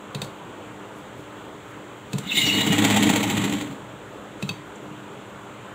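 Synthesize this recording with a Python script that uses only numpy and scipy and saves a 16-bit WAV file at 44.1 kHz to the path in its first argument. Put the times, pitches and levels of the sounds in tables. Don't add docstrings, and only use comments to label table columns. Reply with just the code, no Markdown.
import sys
import numpy as np
from scipy import signal
from scipy.fft import rfft, irfft, next_fast_len
from scipy.io import wavfile
from scipy.ndimage import uniform_filter1d, map_coordinates

SR = 44100
rng = np.random.default_rng(int(sys.argv[2]) if len(sys.argv) > 2 else 0)


def dump_mix(stems):
    frames = np.atleast_2d(stems).T
    limited = np.clip(frames, -1, 1)
    pcm = np.round(limited * 32767).astype(np.int16)
    wavfile.write(sys.argv[1], SR, pcm)


N = 253134

# f/Hz, level/dB, t60/s
BOARD_MODES = [(114.2, -11, 0.16), (181.9, -3, 0.41), (199.6, 0, 0.094), (221, -10, 0.076),
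               (269.5, -5, 0.1), (300, -2.5, 0.2), (314, -7.5, 0.082), (461, -15, 0.15),
               (555, -18.5, 0.082)]
# t/s, stitch rate/Hz
SHAFT_SPEED = [(2.2, 4.0), (2.33, 8.4), (2.65, 17.3), (2.88, 16.71), (3.2, 14.18), (3.4, 14.36),
               (3.5, 11.3), (3.62, 11.77), (3.85, 2.0)]
# t/s, level/dB re full drive
DRIVE_LEVEL = [(2.2, -29), (2.45, -10.5), (2.68, -6), (2.85, 0), (3.1, 0), (3.22, -5.5), (3.45, -6),
               (3.61, -13), (3.8, -36)]


def stitching():
    # position/turns, clack level/dB, thump level/dB
    contacts = [(0.0, 1.5, -4.5), (0.122, -1.5, -3.5), (.38, -26, -11), (.68, -6, -14)]
    # f/Hz, level/dB
    clack_spectrum = [(50, -60), (250, -42), (500, 2.5), (900, 4), (1550, -21), (1900, 5), (2900, 2.5),
                      (3800, 3), (4500, -5), (5150, -14.5), (6200, -3.5), (7400, 2), (8800, -11),
                      (12000, -14.5), (15300, -8.5)]
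    # f/Hz, width/Hz, level/dB
    plate_peaks = [(673, 71, -3), (805, 100, -2), (870, 50, 3), (1003, 24, -13), (1430, 180, -6),
                   (1900, 23, 4), (2210, 99, -0.5), (2506, 46, 0.5), (3200, 260, -2.5), (7580, 280, -8),
                   (9750, 110, -15)]
    clacks, knocks, thumps = np.zeros((3, N))
    turns = np.cumsum(curve(SHAFT_SPEED) * turning()) / SR
    turns -= turns[round(3.0913 * SR)]
    drive_db = curve(DRIVE_LEVEL)
    for position, steel_db, wood_db in contacts:
        for i in np.flatnonzero(np.diff(np.floor(turns - position)) > 0):
            at = i / SR
            steel_gain = amp(-17 + drive_db[i] + steel_db + 1.2 * rng.standard_normal())
            wood_gain = amp(-14.5 + .55 * drive_db[i] + wood_db + 2.2 * rng.standard_normal())
            add(clacks, at - .001, steel_gain * burst(attack=.0037, t60=.034))
            add(knocks, at - .002, steel_gain * burst(attack=.0011, t60=.063))
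            add(thumps, at, wood_gain * ring(BOARD_MODES, attack=.00089))
    rattle = unit(noise(clack_spectrum) * amp(2.7 * wobble(600)))
    return amp(-5) * clacks * rattle + amp(-8) * knocks * resonant_noise(plate_peaks) + thumps


def running_gear():
    # f/Hz, level/dB
    whirr_spectrum = [(240, -58), (400, -4.5), (466, -1), (519, -15), (886, -8), (1080, -8.5), (1660, -16),
                      (1910, -6), (2320, -11), (3210, -11), (3790, -12.5), (5230, -33), (7440, -14),
                      (9210, -30), (15500, -36)]
    t, drive_db = np.arange(N) / SR, curve(DRIVE_LEVEL)
    chatter = unit(noise(whirr_spectrum) * amp(1.9 * wobble(130) + .73 * wobble(500)))
    tremble = resonant_noise([(hz, np.log(1000) / (np.pi * t60), db) for hz, db, t60 in BOARD_MODES])
    boom = unit(np.sin(2 * np.pi * 106 * t + .56 * wobble(10)) * amp(2.5 * wobble(12)))
    return turning() * (amp(-26.7 + .85 * drive_db) * chatter
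                        + amp(-22 + .85 * drive_db) * tremble
                        + amp(-31 + 1.2 * drive_db) * boom)


def wheel_scrape():
    # f/Hz, width/Hz, level/dB
    steel_peaks = [(2120, 170, 3.5), (2800, 190, -7), (2940, 130, 5), (3460, 110, -1.5), (3750, 70, -1),
                   (3750, 76, 0), (3940, 35, 1), (4200, 710, -15), (7230, 92, -13), (7230, 900, -8.5),
                   (15500, 2700, -15)]
    # t/s, f/Hz, width/Hz, level/dB, half-length/s
    squeaks = [(2.302, 3670, 400, -27, .028), (2.32, 2720, 300, -26, .026), (2.382, 2187, 22, -18, .023),
               (2.385, 3700, 600, -21.5, .032), (2.388, 9300, 600, -30, .02), (2.47, 4450, 450, -28, .014),
               (2.472, 5750, 800, -30, .027), (2.503, 2772, 250, -18.5, .014),
               (2.54, 4310, 400, -26.5, .016), (2.623, 3850, 350, -20, .01)]
    t = np.arange(N) / SR
    rub = unit(resonant_noise(steel_peaks) * amp(2.4 * wobble(90)))
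    waver = amp(2.2 * wobble(70) + 2.5 * wobble(25))
    rim = waver * np.sin(2 * np.pi * 2882 * t + 1.2 * wobble(90))
    scrape = rub * swell(peak_s=2.37, peak_db=-21.3, rise=200, fall=32, end_s=2.72)
    scrape += rim * swell(peak_s=2.43, peak_db=-25, rise=150, fall=17, end_s=2.73)
    for at, hz, width, db, half_s in squeaks:
        slip = np.sin(2 * np.pi * hz * t + 1.36 * wobble(width))
        flutter = amp(2.3 * wobble(width) + 2.6 * wobble(120))
        scrape += amp(db) * bell_curve(at, half_s) * slip * flutter
    return scrape


def presser_foot():
    # t/s, then level/dB of snap, lever, bar, base thud, its lowest mode (re usual)
    moves = [(0.1471, -29, -39, -36, -22, -6), (0.2169, -25, -38, -30, -25.5, -2),
             (2.1315, -27, -38, -50, -17.5, -14), (2.1829, -25, -50, -45, -24.5, -10),
             (4.4249, -28.5, -30, -36, -19.5, -16), (4.4907, -26, -27, -29, -26.5, 2)]
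    # f/Hz, level/dB, t60/s
    lever_modes = [(2605, -7, 0.022), (2600, -9, 0.023)]
    # f/Hz, level/dB
    snap_spectrum = [(40, -34), (300, 18), (900, 9), (1700, 3.5), (4300, 6.5), (5200, -5), (6300, 3),
                     (7600, 6), (10000, -6), (12000, -11), (15000, -5)]
    # f/Hz, width/Hz, level/dB
    bar_peaks = [(3250, 230, -3.5), (3760, 130, 8), (3930, 100, -3), (4250, 130, -14), (4510, 83, 5)]
    snaps, bar, lever, base = np.zeros((4, N))
    slide = burst(attack=.0003, t60=.11)[::-1]
    for at, snap_db, lever_db, bar_db, thud_db, lowest_db in moves:
        add(snaps, at - len(slide) / SR + .0018, amp(snap_db - 16) * slide)
        add(snaps, at, amp(snap_db) * burst(attack=.0012, t60=.027))
        add(bar, at, amp(bar_db) * burst(attack=.002, t60=.026))
        add(lever, at, amp(lever_db) * ring(lever_modes, attack=.0023))
        add(base, at + .005, base_thud(thud_db, lowest_db))
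    snapping = amp(-1.5) * snaps * noise(snap_spectrum)
    ringing = amp(3.5) * (bar * resonant_noise(bar_peaks) + lever)
    return snapping + ringing + base


def base_thud(db, lowest_db):
    # f/Hz, level/dB, t60/s
    base_modes = [(109.1, -15.5, 0.52), (146, -3, 0.09), (177, -1.5, 0.12), (187, -5, 0.11),
                  (427, -10, 0.062), (850, -17, 0.027)]
    (hz, level, t60), *upper = base_modes
    return amp(db) * ring([(hz, level + lowest_db, t60)] + upper, attack=.004)


def low_thumps():
    # t/s, level/dB, lowest mode/dB re usual
    bumps = [(2.43, -22, -10), (2.699, -13, -8), (3.092, -18, -4), (3.369, -18, -3), (3.695, -27, -10),
             (4.909, -32.5, -10)]
    thumps = np.zeros(N)
    for at, db, lowest_db in bumps:
        add(thumps, at, base_thud(db, lowest_db))
    return thumps


def hiss_swells_and_tick():
    # t/s, level/dB
    swells = [(.98, -60), (1.2, -61), (1.7, -64)]
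    # f/Hz, level/dB
    swell_spectrum = [(2000, -20), (6500, 0), (9000, -2), (15000, -6)]
    envelope = sum(amp(db) * bell_curve(at, half_s=.05) for at, db in swells)
    hiss = unit(noise(swell_spectrum) * amp(3 * wobble(200)))
    tick = np.zeros(N)
    add(tick, 4.756, amp(-48) * burst(attack=.002, t60=.04))
    return envelope * hiss + tick * resonant_noise([(7300, 700, 0)])


def fan():
    # f/Hz, relative level/dB
    partials = [(101, -53.5), (202, -47.5), (302, -45), (404, -50)]
    # f/Hz, level/dB
    air_spectrum = [(25, -16), (45, -10), (66, -1.5), (80, -12.5), (115, 5), (160, -0.5), (235, -1),
                    (400, 1.5), (590, -0.5), (720, -4.5), (880, -2), (1400, -4.5), (1900, -11.5),
                    (3300, -14.5), (5000, -37)]
    # f/Hz, level/dB
    hiss_spectrum = [(1500, -32), (3500, 7.5), (5200, -9), (6800, 4.5), (7600, 7), (9000, -6), (11500, -23),
                     (13500, -20), (15400, -9)]
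    t, hum = np.arange(N) / SR, np.zeros(N)
    for hz, db in partials:
        hum += amp(db + 1.8 * wobble(9)) * np.sqrt(2) * np.sin(2 * np.pi * hz * t + .7 * wobble(8))
    bands = signal.stft(noise(air_spectrum), nperseg=512)[2]
    patches = uniform_filter1d(rng.standard_normal(bands.shape), size=7, axis=0)
    patches = unit(uniform_filter1d(patches, size=12, axis=1))
    air = unit(signal.istft(bands * amp(1.3 * patches), nperseg=512)[1][:N])
    return amp(-40.5) * air + amp(-6) * hum + amp(-58) * noise(hiss_spectrum)


def room(x):
    # f/Hz, t60/s
    decay = [(150, 0.27), (1000, 0.21), (4000, 0.24), (14000, 0.31)]
    hz, t, bands = signal.stft(rng.standard_normal(SR // 2), SR, nperseg=256)
    tail = signal.istft(bands * amp(-60 * t / along(decay, hz)[:, None]), SR, nperseg=256)[1]
    delayed = np.pad(x, (SR // 200, 0))
    return signal.fftconvolve(delayed, tail / np.linalg.norm(tail))[:N]


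def turning():
    t = np.arange(N) / SR
    return (t > SHAFT_SPEED[0][0]) & (t < SHAFT_SPEED[-1][0])


def ring(modes, attack):
    t = np.arange(SR // 3) / SR
    blow = np.zeros(len(t))
    for hz, db, t60 in modes:
        envelope = amp(db + 2 * rng.standard_normal() - 60 * t / t60)
        blow += envelope * np.sin(2 * np.pi * hz * t + rng.standard_normal())
    blow *= (1 - np.exp(-t / attack)) ** 2
    return blow / np.abs(blow).max()


def burst(attack, t60):
    t = np.arange(SR // 4) / SR
    shape = (1 - np.exp(-t / attack)) * amp(-60 * t / t60)
    return shape / shape.max()


def swell(peak_s, peak_db, rise, fall, end_s, release=400):
    t = np.arange(N) / SR
    before, after, released = np.maximum([peak_s - t, t - peak_s, t - end_s], 0)
    return amp(peak_db - rise * before - fall * after - release * released)


def bell_curve(at, half_s):
    return np.exp(-2 * ((np.arange(N) / SR - at) / half_s) ** 2)


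def noise(spectrum):
    return unit(filtered(rng.standard_normal(N), lambda hz: amp(along(spectrum, hz))))


def resonant_noise(peaks):
    def response(f):
        return sum(amp(db) / (1 + ((f - hz) / (.8 * width)) ** 2) for hz, width, db in peaks)
    return unit(filtered(rng.standard_normal(N), response))


def wobble(rate):
    knots = rng.standard_normal(int(N * rate / SR) + 4)
    return map_coordinates(knots, [np.arange(N) * rate / SR])


def filtered(x, response):
    size = next_fast_len(N + SR // 2)
    return irfft(rfft(x, size) * response(np.fft.rfftfreq(size, 1 / SR)), size)[..., :N]


def curve(rows):
    return np.interp(np.arange(N) / SR, *np.transpose(rows))


def along(points, hz):
    f, values = np.transpose(points)
    return np.interp(np.log(hz + 1), np.log(f + 1), values)


def add(track, at, sound):
    part = track[max(round(at * SR), 0):][:len(sound)]
    part += sound[:len(part)]


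def amp(db):
    return 10 ** (np.asarray(db) / 20)


def unit(x):
    return x / np.sqrt(np.mean(x ** 2) + 1e-20)


def scene():
    machine = stitching() + running_gear() + wheel_scrape() + presser_foot() + low_thumps()
    close = machine + hiss_swells_and_tick()
    mono = close + amp(-7.5) * room(close) + fan()
    return np.array([mono, mono])


def record(dry, low_hz=55, top_hz=15600):
    thin = signal.sosfilt(signal.butter(2, low_hz, "highpass", fs=SR, output="sos"), dry)
    return filtered(thin, lambda hz: hz < top_hz)


dry = scene()
out = record(dry)
dump_mix(out)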